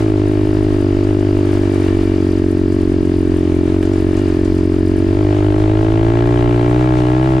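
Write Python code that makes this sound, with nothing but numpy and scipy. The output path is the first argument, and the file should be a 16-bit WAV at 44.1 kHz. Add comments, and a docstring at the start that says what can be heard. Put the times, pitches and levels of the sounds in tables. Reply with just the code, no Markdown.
"""On a gravel trail, uphill: a single-cylinder four-stroke dirt bike cruises, then opens the throttle.
Firing pulses ring the silencer and the pipe, whose crack grows under load; summed cosines make the piston's throb.
Filtered noise pulses with the cycle as gas hiss, tappets and cam chain, and shakes the engine case.
Tyres crunch in noise and grains, stones tick and bumps clank in decaying bursts, and slow noise makes
the wind that buffets a pair of microphones on the rider."""
import sys
import numpy as np
from scipy import signal
from scipy.fft import rfft, irfft, next_fast_len
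from scipy.io import wavfile
from scipy.ndimage import uniform_filter1d

SR = 44100
rng = np.random.default_rng(int(sys.argv[2]) if len(sys.argv) > 2 else 0)


def to_wav(s):
    """Save 16-bit WAV."""
    ch = np.atleast_2d(s).T  # columns
    pcm = np.round(np.clip(ch, -1, 1) * 32767)  # PCM
    wavfile.write(sys.argv[1], SR, pcm.astype(np.int16))


N = 326340
TIME = np.arange(N) / SR


def undb(db):
    """Decibels to gain."""
    return 10 ** (np.asarray(db) / 20)


def curves(table):
    """The columns of a table, joined by straight lines in time."""
    s, *columns = np.transpose(table)
    return [np.interp(TIME, s, column) for column in columns]


def unit(x):
    """Scale to an rms of one."""
    return x / np.sqrt(np.mean(x ** 2))


def steady(x):
    """Hold the running rms of the centre image near one, so that a level curve sets the loudness."""
    power = np.atleast_2d(x).mean(axis=0) ** 2
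    for _ in range(2):
        power = uniform_filter1d(power, size=SR // 7)
    return x / np.sqrt(power + 1e-18)


def walk(rate):
    """Random drift: levels held for 1 / rate seconds, smoothed twice and scaled to a spread near one."""
    hold = int(SR / rate)
    drift = np.repeat(rng.standard_normal(N // hold + 1), hold)
    for _ in range(2):
        drift = uniform_filter1d(drift, hold)
    return unit(drift)[:N]


def colour(x, points, size=8192):
    """Causal minimum-phase filter through (f/Hz, level/dB) points: it rings after a blow, never before."""
    hz, db = np.transpose(points)
    bins = np.maximum(np.fft.rfftfreq(size, 1 / SR), 1)
    gain = undb(np.interp(np.log(bins), np.log(hz), db))
    cepstrum = irfft(np.log(gain))
    # fold the cepstrum forward in time, which makes the response causal
    cepstrum[1:size // 2] *= 2
    cepstrum[size // 2 + 1:] = 0
    response = irfft(np.exp(rfft(cepstrum)))[:size // 2]
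    return signal.fftconvolve(np.atleast_2d(x), response[None], axes=1)[:, :N]


def resonate(x, modes, top_hz=4500):
    """Ring modes of alternating sign, duller above top_hz, each with its own lag between the microphones."""
    size = next_fast_len(N + SR // 4)
    f = np.maximum(np.fft.rfftfreq(size, 1 / SR), 1)
    response = 0
    for k, (hz, width, db, lead_ms) in enumerate(modes):
        ring = (-1) ** k * undb(db) / (1 + 1j * (f * f - hz * hz) / (f * width))
        # the left leads by half the time and the right trails by half
        turn = np.exp(1j * np.pi * f * lead_ms / 1000)
        response = response + ring * np.array([turn, turn.conj()])
    dulling = 1 + (f / top_hz) ** 4
    return irfft(rfft(x, size) * response / dulling, size)[:, :N]


def noise(points, side_db):
    """Coloured stereo noise; side_db sets its width against the centre."""
    mid, side = colour(rng.standard_normal((2, N)), points)
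    return unit(mid) + undb(side_db) * unit(side) * np.array([[1], [-1]])


def pan(x, left_db):
    """Lean a sound to the left by a level difference between the channels."""
    return x * undb(np.array([[left_db], [-left_db]]) / 2)


def firings(cycle, scatter_db, jitter_ms):
    """One pulse per engine cycle, each with its own strength and a slightly uneven moment."""
    count = np.arange(1, int(cycle[-1]) + 1)
    chance = rng.standard_normal((len(count), 2))
    at = np.interp(count, cycle, np.arange(N)) + chance[:, 0] * jitter_ms * SR / 1000
    at = np.clip(at, 0, N - 2)
    i = at.astype(int)
    strength = undb(scatter_db * chance[:, 1])
    # share each pulse between the two nearest samples
    pulses = np.zeros(N)
    pulses[i] = strength * (1 - at % 1)
    pulses[i + 1] = strength * (at % 1)
    return pulses


def gate(cycle, centre, sharpness):
    """A smooth swell once a cycle, centred on a phase."""
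    return unit(np.exp(sharpness * np.cos(2 * np.pi * (cycle - centre))))


def echo(x, delay_ms, db):
    """Add one reflection."""
    return x + undb(db) * np.interp(TIME - delay_ms / 1000, TIME, x, left=0)


def blows(table, decay_s):
    """A sudden rise and an exponential fall for each (t/s, level/dB) row."""
    out = np.zeros(N)
    for s, db in table:
        start = int(s * SR)
        out[start:] += undb(db) * np.exp(-TIME[:N - start] / decay_s)
    return out


# the bike's pace as a firing rate, before skips: t/s, f/Hz
PACE = [(0.0, 54), (0.18, 50.78), (0.627, 51.66), (0.869, 48.66), (1.215, 50.04), (2.241, 46.48),
        (3.594, 44.27), (3.937, 46.28), (4.781, 45.36), (5.13, 47.71), (5.254, 50.42), (5.516, 51.22),
        (6.056, 55.54), (6.288, 59.75), (6.606, 58.82), (6.871, 62.8), (7.061, 60.9), (7.271, 65.36),
        (7.4, 64.27)]
# rear wheel skips and the engine flares (+), or bites and it sags (-): t/s, peak change of firing rate f/Hz
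SKIPS = [(1.1, 1.78), (1.859, -1.51), (2.74, 2), (3.73, 2), (3.82, -0.5), (3.9, 2.13), (4.21, 3.5),
         (4.33, -1.63), (5.2, 2.5)]
SKIP_S = .034  # time from a skip's peak to 1/e of it


def engine_speed():
    """The firing rate follows the bike's pace, with a brief flare or sag wherever the rear wheel skips or bites."""
    pace, = curves(PACE)
    return pace + sum(change * np.exp(-((TIME - s) / SKIP_S) ** 2) for s, change in SKIPS)


def charge(throttle):
    """How full the cylinder gets: quickly at first, then less as the throttle opens."""
    return np.sqrt(throttle)


# piston throb partials: multiple of the firing rate, relative level/dB
THROB = [(1, -9), (2, 2.5), (3, -10.5)]
# silencer response with the throttle shut: f/Hz, relative level/dB
SILENCER_COOL = [(100, -51.5), (175, -6.5), (208, -16), (232, -4), (285, 0), (325, 1.5), (370, -2),
                 (415, -6.5), (455, -18.5), (500, -38.5), (700, -41), (15000, -130)]
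# silencer response with hot gas at full throttle: f/Hz, relative level/dB
SILENCER_HOT = [(100, -45), (165, -28), (205, -22.5), (250, -11.5), (290, 1.5), (310, 7.5), (330, 5),
                (358, 2.5), (385, -2.5), (425, -2.5), (465, -15), (520, -41.5), (700, -58.5), (15000, -130)]
# level with the throttle shut and what full throttle adds, dB; then dB per Hz of firing rate above easy pace
THROB_DB, THROB_LOAD_DB = -21, 6
SILENCER_DB, SILENCER_LOAD_DB, SILENCER_DB_PER_HZ = -14.5, 0.1, -0.04


def engine_body(cycle, throttle, revs):
    """The piston pumps air on both crank turns of a cycle, and each firing rings the silencer."""
    throb_db = THROB_DB + THROB_LOAD_DB * charge(throttle)
    silencer_db = SILENCER_DB + SILENCER_LOAD_DB * throttle + SILENCER_DB_PER_HZ * revs
    lag = 0.19 + 0.13 * throttle  # in cycles: the air swings later under load
    swings = [-undb(db) * np.cos(2 * np.pi * multiple * (cycle - lag)) for multiple, db in THROB]
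    gulp = 0.37 * throttle ** 2 * swings[0]  # an open throttle draws a deeper gulp of air once a cycle
    throb = unit(sum(swings) + gulp) * undb(throb_db + 0.23 * walk(25))
    pulses = firings(cycle, scatter_db=-0.09, jitter_ms=0.075)
    cool = colour(pulses * (1 - throttle), SILENCER_COOL)
    hot = colour(pulses * throttle, SILENCER_HOT)
    return throb + steady(-cool - hot) * undb(silencer_db)


# low pipe resonances that bark: f/Hz, width/Hz, relative level/dB, lead at the left microphone/ms
BARK = [(598.7, 68, 5, 0.21), (669, 80, 2, 0.18), (792, 350, -8.5, 0.45)]
# higher pipe resonances that rasp: f/Hz, width/Hz, relative level/dB, lead at the left microphone/ms
RASP = [(718, 214, 7.5, 0.37), (888, 125, 8.5, 0.31), (1070, 48, 8, 0.57), (1205, 44, -3.5, -0.32),
        (1370, 55, -1.5, -0.12), (1667, 59, -2, -0.1), (1926, 150, -4, -0.11), (2320, 1600, -19, 0.024)]
# colour of the gas jet: f/Hz, relative level/dB
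JET = [(700, -19.5), (1250, 2.5), (1500, -1), (2000, -6), (3000, -3), (4200, -12), (7000, -32.5),
       (15000, -69)]
# level with the throttle shut and what full throttle adds, dB; then dB per Hz of firing rate above easy pace
BARK_DB, BARK_LOAD_DB, BARK_DB_PER_HZ = -38, 10, .08
RASP_DB, RASP_LOAD_DB, RASP_DB_PER_HZ = -45.5, 9.5, 0.4
JET_DB, JET_LOAD_DB = -50, 10


def exhaust(cycle, throttle, revs):
    """The blow-down front rings the pipe, and a jet of gas hisses after it; bark, rasp and hiss grow under load."""
    bark_db = BARK_DB + BARK_LOAD_DB * charge(throttle) + BARK_DB_PER_HZ * revs
    rasp_db = RASP_DB + RASP_LOAD_DB * throttle + RASP_DB_PER_HZ * revs
    jet_db = JET_DB + JET_LOAD_DB * throttle
    gas = rng.standard_normal(N) * gate(cycle, centre=0.12, sharpness=1.6)
    front = unit(firings(cycle, scatter_db=.9, jitter_ms=.025))
    bark = pan(steady(resonate(front, BARK)), left_db=4.0) * undb(bark_db)
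    crack = -echo(front, delay_ms=3.652, db=-10.5)  # the front returns from the pipe's end
    rasp = pan(steady(resonate(crack, RASP)), left_db=2.0) * undb(rasp_db)
    hiss = pan(unit(colour(gas, JET)), left_db=5.0) * undb(jet_db)
    return bark + rasp + hiss


# colour of the tappets: f/Hz, relative level/dB
TAPPETS = [(4000, -32.5), (6000, -13), (8100, -8.5), (8800, -2.5), (9700, -6.5), (11000, -16),
           (12100, -12.5), (13000, -24.5), (15000, -25.5)]
# colour of the cam chain: f/Hz, relative level/dB
CHAIN = [(3000, -37), (4400, -6.5), (4850, -2.5), (5300, -11), (7000, -31)]
# cam chain fader, before its flutter: t/s, level/dB
CHAIN_LEVEL = [(0, -53), (2.1, -51), (3.6, -55.5), (4.55, -51), (5, -51), (5.5, -60), (7.4, -57.5)]
# engine case and frame modes: f/Hz, width/Hz, relative level/dB, lead at the left microphone/ms
CASE = [(1352, 29, -14, 0), (1653, 76, -0.5, 0.0081), (1796, 110, -0.5, 0.0076), (2322, 40, 0, 0.0071),
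        (2850, 130, -6, 0), (3810, 95, -9, 0.0071)]
TAPPET_DB, TAPPET_LOAD_DB = -58.5, -5.5  # level with the throttle shut, and what full throttle adds
TAPPET_SHAKE = .6  # share of the trail's dB swings that the tappets follow


def valve_gear(cycle, throttle):
    """Tappets and cam chain rustle at their own points of the cycle, while wavering noise rings the engine case."""
    chain_db, = curves(CHAIN_LEVEL)
    trail_db, = curves(TRAIL)
    tappet_db = TAPPET_DB + TAPPET_LOAD_DB * throttle + TAPPET_SHAKE * (trail_db - trail_db.mean())
    tappets = noise(TAPPETS, side_db=4.5) * gate(cycle, centre=0.46, sharpness=0.93)
    tappets = tappets * undb(tappet_db + 3.4 * walk(55))
    chain = noise(CHAIN, side_db=-20.5) * gate(cycle, centre=0.77, sharpness=.55)
    chain = chain * undb(chain_db + 1.5 * walk(22))
    # each mode wavers on its own
    case = sum(resonate(rng.standard_normal(N) * undb(2.7 * walk(3.97)), [mode]) for mode in CASE)
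    case = pan(unit(case), left_db=4.5) * undb(trail_db + 5.5)  # rough ground shakes it harder
    return tappets + chain + case


# roughness of the trail, which also shakes the valve gear: t/s, relative level/dB
TRAIL = [(0, -51), (1.15, -51.5), (1.8, -47.5), (2.5, -53), (3.4, -52.5), (4.2, -50), (4.7, -53),
         (5.3, -51), (7.4, -50)]
# colour of the gravel crunch, also of a jolt's knock: f/Hz, relative level/dB
CRUNCH = [(150, -10), (450, 11), (800, 2.5), (1200, 1.5), (1750, -3), (2600, -4.5), (3600, -8.5),
          (5000, -14.5), (6500, -15.5), (9000, -21), (11000, -28.5), (15000, -49)]


def tyres():
    """Knobbly tyres grind the gravel: a dense crunch with sharper grains in it."""
    trail_db, = curves(TRAIL)
    struck = rng.random(N) < 1000 / SR  # about 1000 grains a second
    sizes = undb(3 * np.minimum(rng.exponential(size=N), 3.5)) * struck
    grains = undb(-8) * unit(colour(rng.standard_normal((2, N)) * sizes, CRUNCH))
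    crunch = noise(CRUNCH, side_db=-4.0) * undb(1.33 * walk(30))
    return pan(crunch + grains, left_db=2.0) * undb(trail_db + 14.0)


# colour of a stone's tick: f/Hz, relative level/dB
STONE = [(1200, -21), (2500, -7), (5000, 1), (7500, 1), (9500, -6), (12000, -21), (15000, -22)]
# stones that strike the bike: t/s, relative level/dB
STONES = [(1.0349, -37), (1.1941, -36), (1.8793, -40), (2.7204, -35), (3.052, -36.5), (3.8526, -34),
          (3.933, -33), (4.167, -31), (4.1897, -36.5), (4.4472, -30), (4.5805, -37)]
# bumps that jolt the frame: t/s, relative level/dB
JOLTS = [(0.9695, -30.5), (1.88, -22), (3.7435, -27), (3.8283, -20)]
TICK_DB, TICK_S = -8.5, 0.012  # trim of a stone's rattle, and its fall to 1/e
KNOCK_DB, CLANK_DB = -12, -9  # trims of a jolt's dull knock and of its ring


def stones():
    """Flung stones tick on the bike and rattle away; bumps knock the frame and make it clank."""
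    ticks = noise(STONE, side_db=-6) * blows(STONES, decay_s=TICK_S) * undb(TICK_DB)
    knock = noise(CRUNCH, side_db=-6) * undb(KNOCK_DB)
    clank = unit(resonate(rng.standard_normal(N), CASE)) * undb(CLANK_DB)
    return ticks + (knock + clank) * blows(JOLTS, decay_s=0.0081)


# colour of the wind: f/Hz, relative level/dB
WIND = [(10, -20), (25, -3.5), (55, -8), (100, -10), (160, -18.5), (300, -17.5), (600, -42), (1500, -76.5)]
WIND_DB, GUST_DB, GUST_HZ = -26, 0.96, 2.5  # base level; rms depth and rate of the gusts


def wind():
    """The riding wind buffets the microphones in gusts, stronger in the centre than at the sides."""
    buffet = noise(WIND, side_db=-5) * undb(0.99 * walk(12))
    return buffet * undb(WIND_DB + GUST_DB * walk(GUST_HZ))


# throttle opening: t/s, opening (0 shut to 1 full)
THROTTLE = [(0, 0.4), (.55, 0.29), (.9, 0.27), (1.15, 0.37), (1.8, .25), (2.4, 0.05), (3.3, 0.02),
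            (3.9, .22), (4.8, 0.04), (5.05, .2), (5.25, 0.76), (6.2, 1), (7.4, 0.9)]
START_PHASE = .77  # where in the engine cycle the sound begins, in cycles
CRUISE_HZ = 46.5  # firing rate at an easy pace


def scene():
    """One engine cycle and one throttle drive the engine sounds; tyres, stones and wind join them."""
    hz = engine_speed()
    cycle = START_PHASE + np.cumsum(hz) / SR
    revs = hz - CRUISE_HZ
    throttle = np.clip(curves(THROTTLE)[0], 0, 1)
    engine = engine_body(cycle, throttle, revs) + exhaust(cycle, throttle, revs) + valve_gear(cycle, throttle)
    return engine + tyres() + stones() + wind()


TOP_HZ = 15400  # upper edge of the passband


def record(dry):
    """Round the very loudest peaks, close with a brief fade and cut the top with a steep low-pass."""
    rounded = dry / (1 + (dry / .86) ** 12) ** (1 / 12)
    faded = rounded * np.minimum((TIME[-1] - TIME) / .002, 1)
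    low_pass = signal.ellip(8, .2, 70, TOP_HZ, fs=SR, output="sos")
    return signal.sosfilt(low_pass, faded)


dry = scene()
out = record(dry)
to_wav(out)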